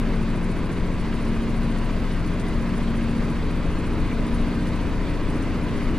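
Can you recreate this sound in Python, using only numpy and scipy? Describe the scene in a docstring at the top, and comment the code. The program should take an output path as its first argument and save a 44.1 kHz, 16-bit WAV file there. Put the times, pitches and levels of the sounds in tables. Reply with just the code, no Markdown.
"""A deep, steady engine drone fills the cab of a heavy diesel truck gaining speed on a highway.
The drone sums sine orders locked to one rising cycle rate; a driveline tone beats against the loudest hum.
Shaped stereo noise makes the air buffeting, tyre roar and hiss, with clatter pulsing faintly in each cycle.
A loose metal fitting rattles with the engine as decaying modes and noise scrapes, among scuffs and trim ticks."""
import sys
import numpy as np
from scipy import signal
from scipy.fft import rfft, irfft, next_fast_len
from scipy.io import wavfile
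from scipy.ndimage import uniform_filter1d, map_coordinates

SR = 44100
rng = np.random.default_rng(int(sys.argv[2]) if len(sys.argv) > 2 else 0)


def pcm_store(signal):
    """Save signal as 16-bit PCM."""
    levels = np.round(np.clip(np.atleast_2d(signal), -1, 1) * 32767)
    wavfile.write(sys.argv[1], SR, levels.astype(np.int16).T)


def nominal_scale(level):
    """Amplitude ratio for a level in decibels (scalar or array-like)."""
    x = np.asarray(level, float) / 20
    return 10 ** x


N = 263718
T = np.arange(N) / SR
CYCLE_HZ, GAIN_HZ_PER_S = 14.0135, .1393  # four-stroke cycle rate (half the crank speed) at first, its steady climb

# How alike road noise is on the two sides. Each row: frequency in Hz, left-right correlation.
ALIKE = [(60, .72), (92, .68), (140, .95), (210, .98), (330, .95), (500, .9), (770, .92), (1170, .99),
         (1790, .94), (2740, .9), (4400, .8), (6400, .45), (8120, .25), (15000, .1)]
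# Side balance of road noise. Each row: frequency in Hz, left over right in dB.
BALANCED = [(60, 1.0), (99, 1.5), (160, 1.0), (270, 0.5), (500, 2), (790, 1.0), (1140, 0.0), (2380, 0),
            (3440, -0.5), (4970, -3), (7180, -2), (10400, 1.5), (15000, 2.0)]
# Colour of the fitting's scrapes and scuffs. Each row: frequency in Hz, gain in dB.
SCRAPE = [(2500, -30), (4500, -6), (6500, -2.5), (8300, -4), (10000, -7), (11500, -15), (15500, -25)]


def unit(x):
    """Scaled to rms 1."""
    return x / np.sqrt(np.mean(x ** 2) + 1e-20)


def along(points, hz):
    """Reads (Hz, value) points on a log frequency axis."""
    f, v = np.transpose(points)
    return np.interp(np.log(hz + 1), np.log(f + 1), v)


def wobble(rate):
    """A smooth random curve with rate knots a second."""
    return map_coordinates(rng.standard_normal(int(N * rate / SR) + 4), [T * rate])


def coloured(x, response):
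    """Filters x by a response of frequency."""
    m = next_fast_len(x.shape[-1] + 8192)
    return irfft(rfft(x, m) * response(np.fft.rfftfreq(m, 1 / SR)), m)[..., :x.shape[-1]]


def cycle():
    """Engine cycle angle in radians: the integral of a steadily climbing rate."""
    return 2 * np.pi * (CYCLE_HZ * T + GAIN_HZ_PER_S * T ** 2 / 2)


def cycle_pulse(angle):
    """Rise and fall of the noise within each engine cycle, in dB before each layer's own depth."""
    return .5 * np.cos(angle - 5.5) + .4 * np.cos(2 * angle + 1.2)


def rush(spectrum, alike, balance, patchy_db):
    """Stereo noise with patches of random gain, coloured by panel resonances; its mid is rms 1 before balance."""
    # Cab resonances and notches. Each row: centre in Hz, width in Hz, gain in dB.
    panels = [(150, 15, 2), (190, 40, -1), (238, 15, 2.5), (265, 20, 3), (298, 20, 2), (348, 20, 3),
              (382, 30, -5), (408, 15, 3), (990, 70, 3.2), (1120, 50, 2.5), (1270, 60, 2), (1575, 40, 4),
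              (2050, 120, 2), (2500, 250, 1.5), (2900, 120, 2), (3300, 60, 3), (3460, 100, -3),
              (3550, 60, 2.5), (3760, 50, 2), (4220, 100, -3), (4350, 120, 3), (4800, 150, 2),
              (5750, 200, 2), (6550, 200, 2), (7860, 80, 5.5), (8350, 300, 1.5)]
    left_lead = 2.3e-5  # s: road noise reaches the left first

    z = signal.stft(rng.standard_normal((2, N)), nperseg=1024)[2]
    field = uniform_filter1d(rng.standard_normal(z.shape[1:]), size=5, axis=0)
    field = uniform_filter1d(field, size=5, axis=1)
    pair = signal.istft(z * nominal_scale(patchy_db * unit(field)), nperseg=1024)[1][:, :N]

    def mid_side(hz):
        turn = np.arccos(np.clip(along(alike, hz), -1, 1)) / 2
        panel_db = sum(db / (1 + (2 * (hz - centre) / width) ** 2) for centre, width, db in panels)
        return nominal_scale(along(spectrum, hz) + panel_db) * [np.cos(turn), np.sin(turn)]

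    def left_right(hz):
        gain = nominal_scale(np.outer([.5, -.5], along(balance, hz)))
        return gain * np.exp(np.outer([1j, -1j], np.pi * hz * left_lead))

    mid, side = coloured(pair, mid_side)
    return coloured(np.array([mid + side, mid - side]), left_right) / np.sqrt(np.mean(mid ** 2))


def buffeting():
    """Air buffets the cab: low noise whose level swings gently in gusts."""
    # Each row: frequency in Hz, relative density in dB per Hz.
    buffet_colour = [(4, -20), (8, -1), (16, -3), (25, 1), (36, -3.5), (50, -8), (90, -15), (250, -40),
                     (600, -120)]
    level_db = -31 + .5 * wobble(5.0)
    return nominal_scale(level_db) * rush(buffet_colour, [(20, 0.83), (100, 1.0)], [(20, 3.5), (100, 1.3)], patchy_db=3.5)


def tyre_roar(angle):
    """Tyres roar through the floor: noise that grows with speed and pulses slightly with the cycle."""
    # Each row: frequency in Hz, relative density in dB per Hz.
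    roar_colour = [(30, -30), (60, 0), (100, -5), (170, 3.5), (250, -1.5), (320, -1), (400, -3.5),
                   (520, -7), (680, -11), (780, -15.5), (990, -12.5), (1300, -16.5), (1800, -21.5),
                   (2600, -27.5), (4000, -70), (8000, -120)]
    growth_db = 1.5 * GAIN_HZ_PER_S * T  # 1.5 dB per Hz of cycle rate gained
    level_db = -30.5 + growth_db + 0.82 * cycle_pulse(angle) + 0.17 * wobble(5.4)
    return nominal_scale(level_db) * rush(roar_colour, ALIKE, BALANCED, patchy_db=0.6)


def hiss_and_clatter(angle):
    """Air hiss grows with speed, and clatter swells its level within each engine cycle."""
    # Each row: frequency in Hz, relative density in dB per Hz.
    hiss_colour = [(820, -18), (1400, -5.5), (2050, -2.5), (3130, -8.5), (4500, -12), (4950, -15.5),
                   (5400, -18.5), (7000, -22), (8640, -24.3), (10000, -26), (11000, -28), (12200, -31),
                   (14000, -35.5), (14700, -38), (15600, -41.5)]
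    growth_db = 1.1 * GAIN_HZ_PER_S * T  # 1.1 dB per Hz of cycle rate gained
    flicker_db = 0.31 * wobble(14) + 0.4 * wobble(2.6)
    level_db = -43.5 + growth_db + 1.3 * cycle_pulse(angle) + flicker_db
    return nominal_scale(level_db) * rush(hiss_colour, ALIKE, BALANCED, patchy_db=1.16)


def bursts(events, t60, colour):
    """Decaying noise bursts at (s, dB before colouring), through one colour."""
    layer, t = np.zeros(N + SR), np.arange(SR // 12) / SR
    for s, db in events:
        layer[round(s * SR):][:len(t)] += nominal_scale(db - 60 * t / t60) * rng.standard_normal(len(t))
    return coloured(layer[:N], lambda hz: nominal_scale(along(colour, hz)))


def trim_ticks():
    """Thin bright ticks of trim: very short bursts of treble noise."""
    # Each row: start in seconds, level in dB before colouring.
    tick_events = [(0.5681, -51), (1.1408, -54), (1.2494, -53), (1.5015, -54), (1.6107, -48), (1.9375, -52),
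                   (2.0423, -53), (2.0941, -52), (2.2694, -54), (2.6184, -52), (3.2979, -53), (3.5573, -54),
                   (3.9794, -52), (4.5494, -54), (4.6598, -50)]
    # Each row: frequency in Hz, gain in dB.
    tick_colour = [(7000, -30), (10000, 1), (12500, 2), (15600, -8)]
    return bursts(tick_events, .02, tick_colour)


def scuffs():
    """Broad dull scuffs of the fitting: scrape noise without its ring."""
    # Each row: start in seconds, level in dB before colouring.
    scuff_events = [(1.2494, -43), (1.7823, -43), (2.397, -35), (2.55, -47), (2.7776, -37), (3.2994, -43),
                    (3.8694, -40), (4.225, -46), (4.6694, -40), (4.76, -41), (5.4226, -39)]
    return bursts(scuff_events, .04, SCRAPE)


def rattle(angle):
    """Each cycle knocks the fitting on both its stops, with rebounds; every tap rings its modes and scrapes."""
    # Hardest shakes, each given to the nearest engine cycle. 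Each row: time in seconds, strength in dB.
    hard_shakes = [(0.15, -51), (0.22, -51), (0.36, -52), (0.44, -47), (0.51, -50), (0.72, -47),
                   (1.01, -51), (1.15, -49), (1.22, -51), (1.43, -51), (1.5, -51), (1.57, -51), (1.64, -50),
                   (1.78, -49), (2.13, -51), (2.2, -51), (2.27, -49), (2.4, -48), (2.47, -47), (2.54, -51),
                   (2.62, -49), (2.76, -49), (2.9, -50), (2.96, -48), (3.03, -50), (3.1, -48), (3.24, -49),
                   (3.72, -52), (3.79, -50), (3.86, -49), (3.93, -51), (4.27, -48), (4.34, -47),
                   (4.68, -50), (5.09, -50), (5.29, -49), (5.63, -51), (5.77, -48), (5.83, -50)]
    # How hard an ordinary cycle shakes the fitting. Each row: time in seconds, strength in dB.
    usual_shake = [(0, -55), (2, -53), (3.4, -54), (5.98, -53.5)]
    # Modes of the fitting. Each row: frequency in Hz, level in dB, t60 in seconds.
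    modes = [(5750, -8, .03), (7560, -7, .03), (7860, -13, .08), (8300, -9, .015), (9090, 0, .04),
             (9730, -1.5, .04), (9880, -6, .03), (9990, -2, .035), (10400, -9, .015), (13000, -21, .025),
             (13800, -20, .025), (14460, -15, .03)]
    knocks_at, faint_at = (.06, .215), (.6, .92)  # shares of the cycle: both stops, then two light touches
    shake_scatter_db, tilt_scatter_db, mode_scatter_db = 1.8, 2.5, 2.5  # by cycle, between stops, by tap
    faint_db, ring_db, scrape_db = -11, 2.3, 4

    turns = angle / (2 * np.pi)
    count = int(turns[-1]) + 1
    luck, later = rng.standard_normal((count, 4)), rng.random((count, 3, 2))
    cycles = np.arange(count)[:, None]
    knocks = np.interp(cycles + knocks_at, turns, T) + .001 * luck[:, :2]
    touches = np.interp(cycles + faint_at, turns, T)
    shake_db = np.interp(knocks[:, 0], *np.transpose(usual_shake)) + shake_scatter_db * luck[:, 2]
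    for s, db in hard_shakes:
        shake_db[np.abs(knocks.mean(axis=1) - s).argmin()] = db
    tilts = tilt_scatter_db * luck[:, 3]  # favours one stop over the other

    ring, scrape = np.zeros((2, N + SR))
    t = np.arange(SR // 12) / SR
    whole = 2 * np.linalg.norm(nominal_scale(np.transpose(modes)[1]))  # rough crest of all modes together
    for (first, second), faint, db, tilt, rebounds in zip(knocks, touches, shake_db, tilts, later):
        taps = [(first, min(tilt - 1.5, 0)), (second, min(1.5 - tilt, 0))]  # (s, dB)
        taps += [(s, faint_db + tilt) for s in faint]
        taps += list(np.c_[first + .004 + .018 * rebounds[:, 0], -4 - 9 * rebounds[:, 1]])
        for s, tap_db in taps:
            at = slice(round(s * SR), round(s * SR) + len(t))
            tone = np.zeros(len(t))
            for hz, level, t60 in modes:
                mode_db = level + rng.normal(0, mode_scatter_db) - 60 * t / t60
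                tone += nominal_scale(mode_db) * np.sin(2 * np.pi * hz * t)
            ring[at] += nominal_scale(db + tap_db + ring_db) * tone / whole
            scrape[at] += nominal_scale(db + tap_db + scrape_db - 60 * t / 0.065) * rng.standard_normal(len(t))
    return ring[:N] + coloured(scrape[:N], lambda hz: nominal_scale(along(SCRAPE, hz)))


def cab_echoes(x):
    """Short reflections off glass and panels: noise tails, different each side, drawn afresh on a fixed clock."""
    # Each row: frequency in Hz, t60 in seconds.
    cab_decay = [(3000, 0.045), (15000, 0.045)]
    out, step = np.zeros((2, N + SR)), SR // 7  # a new tail every seventh of a second, so none colours the modes
    for at in range(0, N, step):
        hz, t, z = signal.stft(rng.standard_normal((2, SR // 8)), SR, nperseg=256)
        fade = nominal_scale(-60 * t / along(cab_decay, hz)[:, None])
        tail = signal.istft(z * fade, SR, nperseg=256)[1]
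        echo = signal.fftconvolve(x[None, at:at + step], tail / np.linalg.norm(tail[0]), axes=1)
        out[:, at:at + echo.shape[1]] += echo
    return out[:, :N]


def in_cab(taps):
    """Places the taps left of centre, louder and earlier on that side, and adds their reflections."""
    near = np.array([nominal_scale(2.5) * taps, nominal_scale(-2.5) * np.roll(taps, 9)])  # right side 9 samples later
    return near + nominal_scale(-3.5) * cab_echoes(taps)


def engine(angle):
    """Sine orders locked to the cycle; the cab spreads them in time, so the cycle is a drone, not a bang."""
    # Lesser orders. Each row: multiple of the cycle, level in dB at first, level in dB at last,
    # left over right in dB, left lead in radians.
    lesser_orders = [(3, -47, -49, 5, .2), (4, -40, -39, 4.7, -.2), (5, -40, -36, 0, .1),
                     (6, -41, -35, -2.1, -1), (7, -41, -45, 5.3, .2), (8, -39, -42, 8.9, -.4),
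                     (9, -41, -46, 2, .1), (10, -41, -40, .4, .1), (11, -48, -40, 1.1, 0),
                     (12, -36.5, -38, -.6, 0), (13, -33.5, -41, .3, .3), (14, -50, -45, 3.2, .2),
                     (18, -47, -40, 1.5, .1), (19, -48, -50, 0, .2), (20, -50, -38, 0, .2),
                     (21, -48, -50, .9, .2), (22, -52, -47, .8, .1), (27, -53, -47, -1.9, 0),
                     (28, -45.5, -53, .7, 0)]
    # Level of the crank throb, the deep steady second order. Each row: time in seconds, level in dB before wavering.
    throb_level = [(0, -24.5), (.7, -29), (1.7, -25), (2.3, -27), (3.1, -28.3), (4.4, -27), (5.2, -28),
                   (5.98, -30)]
    # The sixteenth order, the loudest hum. Each row: time in seconds, level in dB before wavering.
    hum_level = [(0, -33), (1.5, -32.5), (3.1, -31.5), (3.9, -33), (5, -35.5), (5.98, -34)]
    waver_db, waver_rad = .8, .12  # slow wavering of the lesser orders' level, and of every order's phase

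    throb = nominal_scale(np.interp(T, *np.transpose(throb_level)) + 0.3 * wobble(3.94))
    # a steady driveline tone, geared just below the sixteenth order, beats with the hum
    driveline = nominal_scale(-38.5) * np.exp(-1j * .0478 * (angle - 69))
    hum = nominal_scale(np.interp(T, *np.transpose(hum_level)) + 0.44 * wobble(2.95)) - driveline
    orders = [(2, throb, 3.7, 0), (16, hum, 0, .2)]  # (order, level, left over right dB, left lead rad)
    for order, first_db, last_db, pan_db, lead in lesser_orders:
        level_db = first_db + (last_db - first_db) * T / T[-1] + waver_db * wobble(3.0)
        orders.append((order, nominal_scale(level_db), pan_db, lead))

    sides = np.array([[.5], [-.5]])
    drone = np.zeros((2, N))
    for order, level, pan_db, lead in orders:
        spread = rng.uniform(0, 2 * np.pi) + waver_rad * wobble(1.5)  # its own path through the frame
        phase = order * angle + spread + sides * lead
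        drone += np.real(level * nominal_scale(sides * pan_db) * np.exp(1j * phase))
    return np.sqrt(2) * drone  # order levels become rms


def scene():
    """Road noise, loose parts and engine together, on one cycle angle."""
    angle = cycle()
    road = buffeting() + tyre_roar(angle) + hiss_and_clatter(angle)
    taps = trim_ticks() + scuffs() + rattle(angle)
    return road + in_cab(taps) + engine(angle)


def band_limit(x):
    """A steep low-pass at the top of the band."""
    return signal.sosfilt(signal.butter(12, 15720, fs=SR, output="sos"), x)


def record(dry):
    """The finished mix as it is kept."""
    return band_limit(dry)


dry = scene()
out = record(dry)
pcm_store(out)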